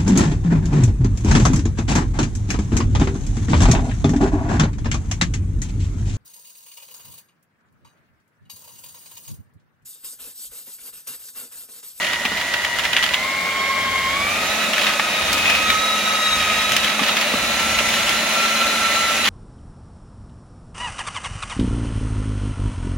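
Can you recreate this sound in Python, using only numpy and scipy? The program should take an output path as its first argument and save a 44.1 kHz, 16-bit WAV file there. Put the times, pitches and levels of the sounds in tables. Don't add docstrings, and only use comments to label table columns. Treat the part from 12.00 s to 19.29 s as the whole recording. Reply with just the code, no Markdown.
import sys
import numpy as np
from scipy import signal
from scipy.fft import rfft, irfft, next_fast_len
from scipy.io import wavfile
from scipy.ndimage import uniform_filter1d

SR = 44100
rng = np.random.default_rng(int(sys.argv[2]) if len(sys.argv) > 2 else 0)


def to_wav(s):
    ch = np.atleast_2d(s).T
    pcm = np.round(np.clip(ch, -1, 1) * 32767)
    wavfile.write(sys.argv[1], SR, pcm.astype(np.int16))


N = 321489
TIME = np.arange(N) / SR
FULL_SPEED = 225


def from_db(db):
    return 10 ** (np.asarray(db) / 20)


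def rms_one(x):
    return x / np.sqrt(np.mean(x ** 2) + 1e-20)


def in_time(rows):
    seconds, *columns = np.transpose(rows)
    return [np.interp(TIME, seconds, column) for column in columns]


def at_hz(points, hz):
    f, value = np.transpose(points)
    return np.interp(np.log(hz + 1e-3), np.log(f), value)


def held(start, end, ramp_s):
    return np.clip(np.minimum(TIME - start, end - TIME) / ramp_s, 0, 1)


def drift(rate):
    pole = np.exp(-80 * np.pi * rate / SR)
    draws = rng.standard_normal(N // 40 + 2002)
    slow = signal.lfilter([1], [1, -2 * pole, pole * pole], draws)[2000:]
    return np.interp(np.arange(N) / 40, np.arange(len(slow)), rms_one(slow))


# frequency in Hz, side minus mid in dB.
WIDTH = [(60, -33), (110, -27), (200, -56.5), (380, -29), (700, -17), (1290, -8), (2380, -6), (4400, -3.5),
         (8120, -0.5), (15000, 1)]
# frequency in Hz, left minus right in dB.
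LEAN = [(60, 1), (110, -2.5), (200, -1.5), (380, -0.5), (700, -0.5), (1290, 0), (2380, -1), (4400, -2),
        (8120, -0.5), (15000, 2.5)]


def noise(colour, peaks=(), size=N):
    padded = next_fast_len(size)
    hz = np.arange(padded // 2 + 1) * SR / padded
    level_db = at_hz(colour, hz)
    for f, width, db in peaks:
        level_db = level_db + db / (1 + (2 * (hz - f) / width) ** 2)
    mid, side = rfft(rng.standard_normal((2, padded)))
    signs = np.array([[1], [-1]])
    pair = mid + signs * side * from_db(at_hz(WIDTH, hz))
    pair = pair * from_db(signs * at_hz(LEAN, hz) / 2)
    return rms_one(irfft(pair * from_db(level_db), padded)[:, :size])


def coloured(x, colour):
    padded = next_fast_len(N + SR // 10)
    hz = np.arange(padded // 2 + 1) * SR / padded
    return irfft(rfft(x, padded) * from_db(at_hz(colour, hz)), padded)[:, :N]


def yard(x):
    out = x.copy()
    for channel in (0, 1):
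        lags = (rng.uniform(0.001, 0.0085, 3) * SR).astype(int)
        for lag in lags:
            out[channel, lag:] += x[channel, :-lag] / 4
    return out


def grains(per_s, spread_db):
    born = rng.random(N) < per_s / SR
    size_db = spread_db * np.minimum(rng.exponential(1, N), 4)
    return born * from_db(size_db) * rng.choice([-1, 1], N)


def crackle(clicks, colour, t60, tail_db, tail_t60, count=6):
    age = TIME[:SR // 8]
    dealt = rng.integers(0, count, N)
    decay = from_db(-60 * age / t60) + from_db(tail_db - 60 * age / tail_t60)
    spots = [rms_one(noise(colour, size=len(age)) * decay) / np.sqrt(len(age)) for _ in range(count)]
    high_pass = signal.butter(2, 250, "high", fs=SR, output="sos")
    spots = signal.sosfilt(high_pass, spots)
    out = np.zeros((2, N))
    for k, spot in enumerate(spots):
        landed = (clicks * (dealt == k))[None]
        out += signal.oaconvolve(landed, spot, axes=1)[:, :N]
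    return out


# start in seconds, level in dB before the mode gains, pitch in Hz.
THUMPS = [(0.251, -27.5, 600), (0.317, -28.5, 400), (2.995, -26, 1040), (4.993, -25, 1110),
          (5.015, -27, 256), (5.338, -21.5, 464)]
# frequency in Hz, gain in dB, t60 in seconds.
BIN_MODES = [(214, 10, 0.097), (268, 8, 0.063), (447, 6, 0.037), (543, -13, 0.027), (850, 19, 0.02),
             (1154, 18, 0.033)]


def thumps():
    out = np.zeros(N)
    age = TIME[:SR // 8]
    contact = 1 - np.exp(-age / 0.0019)
    for s, db, pitch_hz in THUMPS:
        start = int(s * SR)
        for hz, mode_db, t60 in BIN_MODES:
            strength_db = db + mode_db - 7 * abs(np.log2(hz / pitch_hz))
            ring = np.sin(2 * np.pi * (hz * age + rng.random()))
            out[start:start + len(age)] += contact * from_db(strength_db - 60 * age / t60) * ring
    return out


# start in seconds, end in seconds, rumble added in dB.
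SHOVES = [(0.7, 1.197, -57), (1.75, 2.544, -46.5), (3.177, 3.854, -42), (4.248, 4.9, -44),
          (5.265, 6.25, -43), (6.55, 7.4, -52)]


def shoves():
    push = from_db(-47)
    for start, end, db in SHOVES:
        push = push + from_db(db) * held(start, end, ramp_s=0.11)
    return push


# time in seconds, level in dB.
FRICTION = [(0.0, -30.5), (0.28, -35.5), (0.99, -33), (1.3, -38), (1.81, -38), (2.39, -30), (3.59, -27.5),
            (4.1, -27), (4.61, -26), (5.14, -31), (5.46, -26.5), (5.83, -23), (6.35, -24), (7.29, -24)]
# frequency in Hz, level in dB per Hz.
RUMBLE = [(15, -35), (30, -18.5), (55, -7.5), (78, -4), (140, -12.5), (300, -10), (900, -60)]
# frequency in Hz, level in dB per Hz.
CHURN = [(90, -54), (150, -4.5), (200, 3.5), (290, -0.5), (470, -5), (590, 8), (720, -0.5), (900, -9.5),
         (1400, 3.5), (4000, -28)]
# frequency in Hz, level in dB per Hz.
GRIT = [(200, -57), (700, -9), (1400, -2.5), (2000, 1.5), (2800, 2), (3400, 1.5), (4400, -7.5),
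        (6500, -16.5), (8500, -24), (16000, -27)]
# frequency in Hz, level in dB per Hz.
HISS = [(2500, -50), (5000, 6.5), (7000, 9.5), (8000, 0.5), (10500, 4.5), (12000, -4.5), (14500, -19),
        (15500, -40), (16500, 6.5)]
HISS_DB, HISS_FOLLOWS = -31.5, 0.71
GRIND_DB, GRIND_FOLLOWS, LOAD_ON_GRIND = -32.5, 1.22, 0.1
CHURN_DB, CHURN_SPEED_POWER, CHURN_FOLLOWS = -28.5, 2.4, -0.26


def mortar(speed, turns, swell_db, push):
    friction_db, = in_time(FRICTION)
    friction_db = friction_db - friction_db.mean()
    load_db = 20 * np.log10(push / push.mean())
    beat = np.cos(2 * np.pi * (turns / 17 + 0.28 * drift(3.1)))

    rumble = push * from_db(0.5 * drift(10)) * noise(RUMBLE)

    churn_db = CHURN_DB + CHURN_FOLLOWS * swell_db + 1.2 * drift(39) + 1.0 * beat
    churn = from_db(churn_db) * (speed / FULL_SPEED) ** CHURN_SPEED_POWER * noise(CHURN)

    sand = grains(2500 * from_db(3 * beat + 2.7 * drift(20)), spread_db=2.5)
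    grind_db = GRIND_DB + GRIND_FOLLOWS * friction_db + LOAD_ON_GRIND * load_db
    grind = from_db(grind_db) * rms_one(crackle(sand, GRIT, t60=0.018, tail_db=-9, tail_t60=0.28))

    angle = 2 * np.pi * turns
    chatter = 1 + 0.067 * np.cos(angle) + 0.11 * np.cos(2 * angle) + 0.14 * np.cos(3 * angle)
    hiss_db = HISS_DB + HISS_FOLLOWS * friction_db + 0.81 * drift(25) + 0.5 * beat
    hiss = from_db(hiss_db) * chatter * yard(noise(HISS))
    return rumble + churn + grind + hiss


# start in seconds, end in seconds, pressure in dB.
SCRAPES = [(0.0, 0.17, -27), (0.18, 1.255, -32.5), (0.967, 1.004, -29), (2.736, 2.953, -22.5),
           (3.0, 3.748, -30), (3.49, 3.564, -29), (4.363, 4.802, -27.5), (4.82, 4.963, -22.5),
           (5.013, 5.11, -22.5), (5.161, 5.263, -26), (7.235, 7.32, -19.5)]


def scrapes():
    pressure = sum(from_db(db) * held(start, end, ramp_s=0.016) for start, end, db in SCRAPES)
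    cracks = rms_one(grains(700 * from_db(3.5 * drift(30)), spread_db=3.0)) * pressure
    return crackle(cracks, GRIT, t60=0.016, tail_db=-14, tail_t60=0.06)


def small_stones(per_s=6):
    draws = rng.random((100, 4))
    chance = per_s * N / SR / len(draws)
    stones = []
    for when, size, pitch, luck in draws:
        s = when * N / SR
        on_wall = any(start < s < end for start, end, _ in SCRAPES)
        if luck < chance and on_wall:
            level_db = -13.5 + 3 * (2 * size - 1)
            pitch_hz = 2310 * 2 ** (pitch - 0.5)
            stones.append((s, level_db, pitch_hz, -42, 0.0051))
    return stones


# break in seconds, level in dB before BODY_DB,
# pitch in Hz, treble level in dB before EDGE_DB, crumbling time in seconds.
CRUNCHES = [(0.047, -11, 1920, -43, 0.01), (0.1324, -9.5, 1940, -42, 0.011),
            (0.252, -7.5, 2530, -35, 0.011), (0.3727, -12, 2160, -36, 0.011),
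            (0.5387, -7.5, 1990, -45, 0.0087), (0.6474, -9.5, 1910, -35, 0.012),
            (0.7864, -7.5, 1970, -36, 0.013), (0.852, -7.5, 2160, -42, 0.014),
            (0.9313, -7, 2790, -38, 0.011), (0.9656, -1, 2680, -42, 0.014), (1.0266, -4, 2420, -36, 0.011),
            (1.0318, -12, 3030, -29, 0.011), (1.0395, -4.5, 3080, -41, 0.011),
            (1.0633, -10, 1940, -36, 0.011), (1.1368, -8, 1980, -37, 0.0084),
            (1.1422, -4, 3280, -38, 0.0057), (2.7329, -8, 2920, -34, 0.011), (2.7807, -9, 2090, -36, 0.011),
            (2.8157, -9, 2550, -39, 0.011), (2.8675, -6, 1920, -36, 0.012), (2.8944, -9, 1850, -33, 0.011),
            (2.9961, -5.5, 1990, -40, 0.011), (3.329, -15, 2530, -24.5, 0.014),
            (3.38, -11.5, 2690, -29, 0.011), (3.499, -6.5, 2520, -28, 0.011),
            (3.5518, -8, 2520, -32, 0.011), (3.702, -3, 2400, -28, 0.0085), (4.7189, -7, 3010, -24, 0.013),
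            (4.765, -4.5, 2850, -22, 0.014), (4.845, -7, 3370, -32, 0.013),
            (4.9928, -7.5, 2520, -38, 0.012), (5.0754, -10, 2550, -38, 0.011),
            (5.1687, -7.5, 1910, -38, 0.011), (5.2112, -7, 1980, -30, 0.012),
            (5.788, -4.5, 2640, -35, 0.011), (5.8886, -8.5, 2310, -30, 0.011),
            (5.9394, -7.5, 1900, -32, 0.011), (6.0935, -8, 3510, -29, 0.0087)]
# frequency in Hz, level in dB per Hz.
EDGE = [(3000, -8), (5000, 7), (8500, -3), (11000, -5), (16000, -6)]
BODY_DB, EDGE_DB = -7.5, 5


def crunches():
    out = np.zeros((2, N))
    age = TIME[:SR // 8] - 0.012
    after = np.maximum(age, 0)
    broken = age > 0
    for s, db, hz, treble_db, crumble_s in list(CRUNCHES) + small_stones():
        start = max(int((s + age[0]) * SR), 0)
        chipped = rng.random(len(age)) < 380 / SR
        chips = chipped * rng.uniform(0.22, 1.0, len(age)) * np.exp(-after / crumble_s) * broken
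        chips[np.argmax(broken)] = 1
        energy = signal.lfilter([1], [1, -np.exp(-1 / (0.002 * SR))], chips ** 2)
        echo = from_db(-18.0 - 60 * after / 0.14) * broken
        grating = 0.21 * np.exp(-abs(age) / 0.0044)
        force = np.sqrt(energy) + echo + grating
        body = from_db(BODY_DB + db) * noise(GRIT, [(hz, 700, 6)], size=len(age))
        edge = from_db(EDGE_DB + treble_db) * noise(EDGE, size=len(age))
        out[:, start:start + len(age)] += (force * (body + edge))[:, :N - start]
    return out


def mains_pulse(speed):
    return np.cos(2 * np.pi * 100 * TIME) * (speed.min() / speed) ** 1.3


# frequency in Hz, level in dB per Hz.
AIR = [(100, -31), (250, -12.5), (480, -3.5), (620, 5), (900, 0.5), (1250, 2.5), (1650, -3.5), (2050, 3.5),
       (3000, 0), (3900, 1), (4500, -4), (6800, -15), (8000, -21.5), (16000, -18)]
# frequency in Hz, width in Hz, boost in dB.
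HOUSING = [(1870, 110, 6.5), (1974, 63, 4), (2480, 47, 4.5), (2950, 83, 5), (6220, 31, 12), (6860, 79, 9)]


def fan(speed, turns):
    angle = 2 * np.pi * turns
    flutter = 1 + 0.032 * mains_pulse(speed) + 0.0072 * np.cos(angle) + 0.057 * np.cos(2 * angle)
    level = from_db(-24 + 0.77 * drift(5.3)) * (speed / FULL_SPEED) ** 1.8
    return level * flutter * yard(noise(AIR, HOUSING))


# frequency at full speed in Hz, level in dB.
BRUSH = [(4300, -10), (6700, -20), (7600, 4), (9500, 6), (11000, 0), (13000, -2), (15500, -17)]


def brushes(speed, turns):
    multiples, angle = np.arange(28, 71), np.linspace(0, 1, 2049)
    offsets = rng.random((2, len(multiples), 1))
    gains = from_db(at_hz(BRUSH, multiples * FULL_SPEED))
    one_turn = gains @ np.cos(2 * np.pi * (multiples[:, None] * angle + offsets))
    position = (turns + 0.0017 * drift(26)) % 1
    buzz = np.array([np.interp(position, angle, side) for side in one_turn])
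    return from_db(-39.5) * rms_one(buzz) * (speed / FULL_SPEED)


def tone(turns, multiple, waver_db, scatter, rough):
    play = 1 + rough * (drift(40) + 1j * drift(25))
    wave = np.exp(2j * np.pi * multiple * turns) * play / np.sqrt(1 + 2 * rough ** 2)
    width = scatter * from_db(at_hz(WIDTH, multiple * FULL_SPEED))
    side = width * (drift(5) / 2 + 1j * drift(1.95)) * np.array([[1], [-1]])
    return np.sqrt(2) * wave * (1 + side) * from_db(waver_db * drift(32))


# start in seconds, end in seconds,
# swell of the tooth tone in dB, of its double in dB, of its triple in dB.
SWEEPS = [(1.407, 2.316, 6.5, 0.5, 9), (3.303, 3.806, 2, 7.5, -2), (3.54, 4.436, 9, -6, 7.5),
          (4.254, 4.843, 8.5, 2, 5), (5.48, 6.17, 5.5, -4, -1), (6.227, 7.3, 7, -3, 3)]


def whine_swells():
    return sum(np.outer(dbs, held(start, end, ramp_s=0.18)) for start, end, *dbs in SWEEPS)


# time in seconds, shaft turns per second.
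SPEED = [(0.0, 161.1), (0.22, 158.7), (0.33, 161.1), (0.85, 159.5), (1.09, 162.4), (1.28, 179.3),
         (1.52, 180.4), (2.08, 178.4), (2.24, 191.1), (2.43, 211.9), (2.6, 216.4), (2.94, 211.0),
         (3.25, 209.8), (3.7, 212.1), (3.88, 214.0), (4.22, 213.0), (4.45, 210.1), (4.62, 212.0),
         (4.84, 217.2), (5.12, 213.0), (5.42, 223.3), (5.58, 224.4), (5.81, 223.1), (6.19, 225.6),
         (7.0, 224.2), (7.29, 222.2)]


def motor_speed():
    return in_time(SPEED)[0]


# frequency in Hz, gain in dB.
GEARBOX = [(960, -40), (1080, -33), (1270, -34), (1350, -33.5), (1800, -34.5), (1920, -29), (2030, -25.5),
           (2150, -27), (2350, -25.5), (2550, -32.5), (2700, -33.5), (2900, -39.5), (3250, -46.5),
           (3800, -36), (4050, -36.5)]
# multiple of the shaft rate, level in dB at full speed before OVERTONE_DB.
OVERTONES = [(2.39, -46), (4.66, -46), (7, -45), (8, -43), (9, -35.5), (10, -39.5), (11, -37), (11.5, -40),
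             (13, -36.5), (16, -45), (17, -45), (20, -50), (21.3, -50), (24, -48), (26, -46), (27, -45),
             (30, -42)]
TEETH = 6
HUM_DB, HUM_SPEED_POWER = -38.5, 5.3
OVERTONE_DB, OVERTONE_FOLLOWS, OVERTONE_SPEED_POWER = -2, 0.46, 2.45
BACKLASH_TURNS, BACKLASH_PER_ACCELERATION = 0.003, 0.00006


def gears(speed, turns, swells_db):
    first_db, second_db, third_db = swells_db
    relative_speed = speed / FULL_SPEED
    acceleration = uniform_filter1d(abs(np.gradient(speed)) * SR, size=SR // 10)
    turns = turns + (BACKLASH_TURNS + BACKLASH_PER_ACCELERATION * acceleration) * drift(29)
    runout = np.exp(2j * np.pi * turns)
    throb = 1 + mains_pulse(speed) * (0.61 + 0.5j) + 0.057 / runout + 0.12 * runout

    hum = tone(turns, 0.99, waver_db=1.0, scatter=0.6, rough=0.041)
    hum = from_db(HUM_DB) * relative_speed ** HUM_SPEED_POWER * hum
    first = from_db(first_db) * tone(turns, TEETH, waver_db=1.9, scatter=0.8, rough=0.34)
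    second = from_db(second_db) * tone(turns, 2 * TEETH, waver_db=0.66, scatter=0.95, rough=0.24) * throb
    third = from_db(third_db) * tone(turns, 3 * TEETH, waver_db=3.0, scatter=1.0, rough=0.032)
    whine = coloured(np.real(first + second + third), GEARBOX)

    weaker = sum(from_db(db) * tone(turns, multiple, waver_db=2.0, scatter=1.0, rough=0.69)
                 for multiple, db in OVERTONES)
    weaker_level = from_db(OVERTONE_DB + OVERTONE_FOLLOWS * first_db)
    weaker = weaker * weaker_level * relative_speed ** OVERTONE_SPEED_POWER
    return whine + np.real(hum + weaker)


def scene():
    speed = motor_speed()
    turns = np.cumsum(speed) / SR
    swells_db = whine_swells()
    bin_sounds = thumps() + mortar(speed, turns, swells_db[0], shoves()) + scrapes() + crunches()
    motor = fan(speed, turns) + brushes(speed, turns) + gears(speed, turns, swells_db)
    return bin_sounds + motor


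def record(dry):
    low_pass = signal.ellip(12, 0.1, 90, 16000, fs=SR, output="sos")
    return signal.sosfilt(low_pass, np.clip(dry, -1, 1))


dry = scene()
out = record(dry)
to_wav(out)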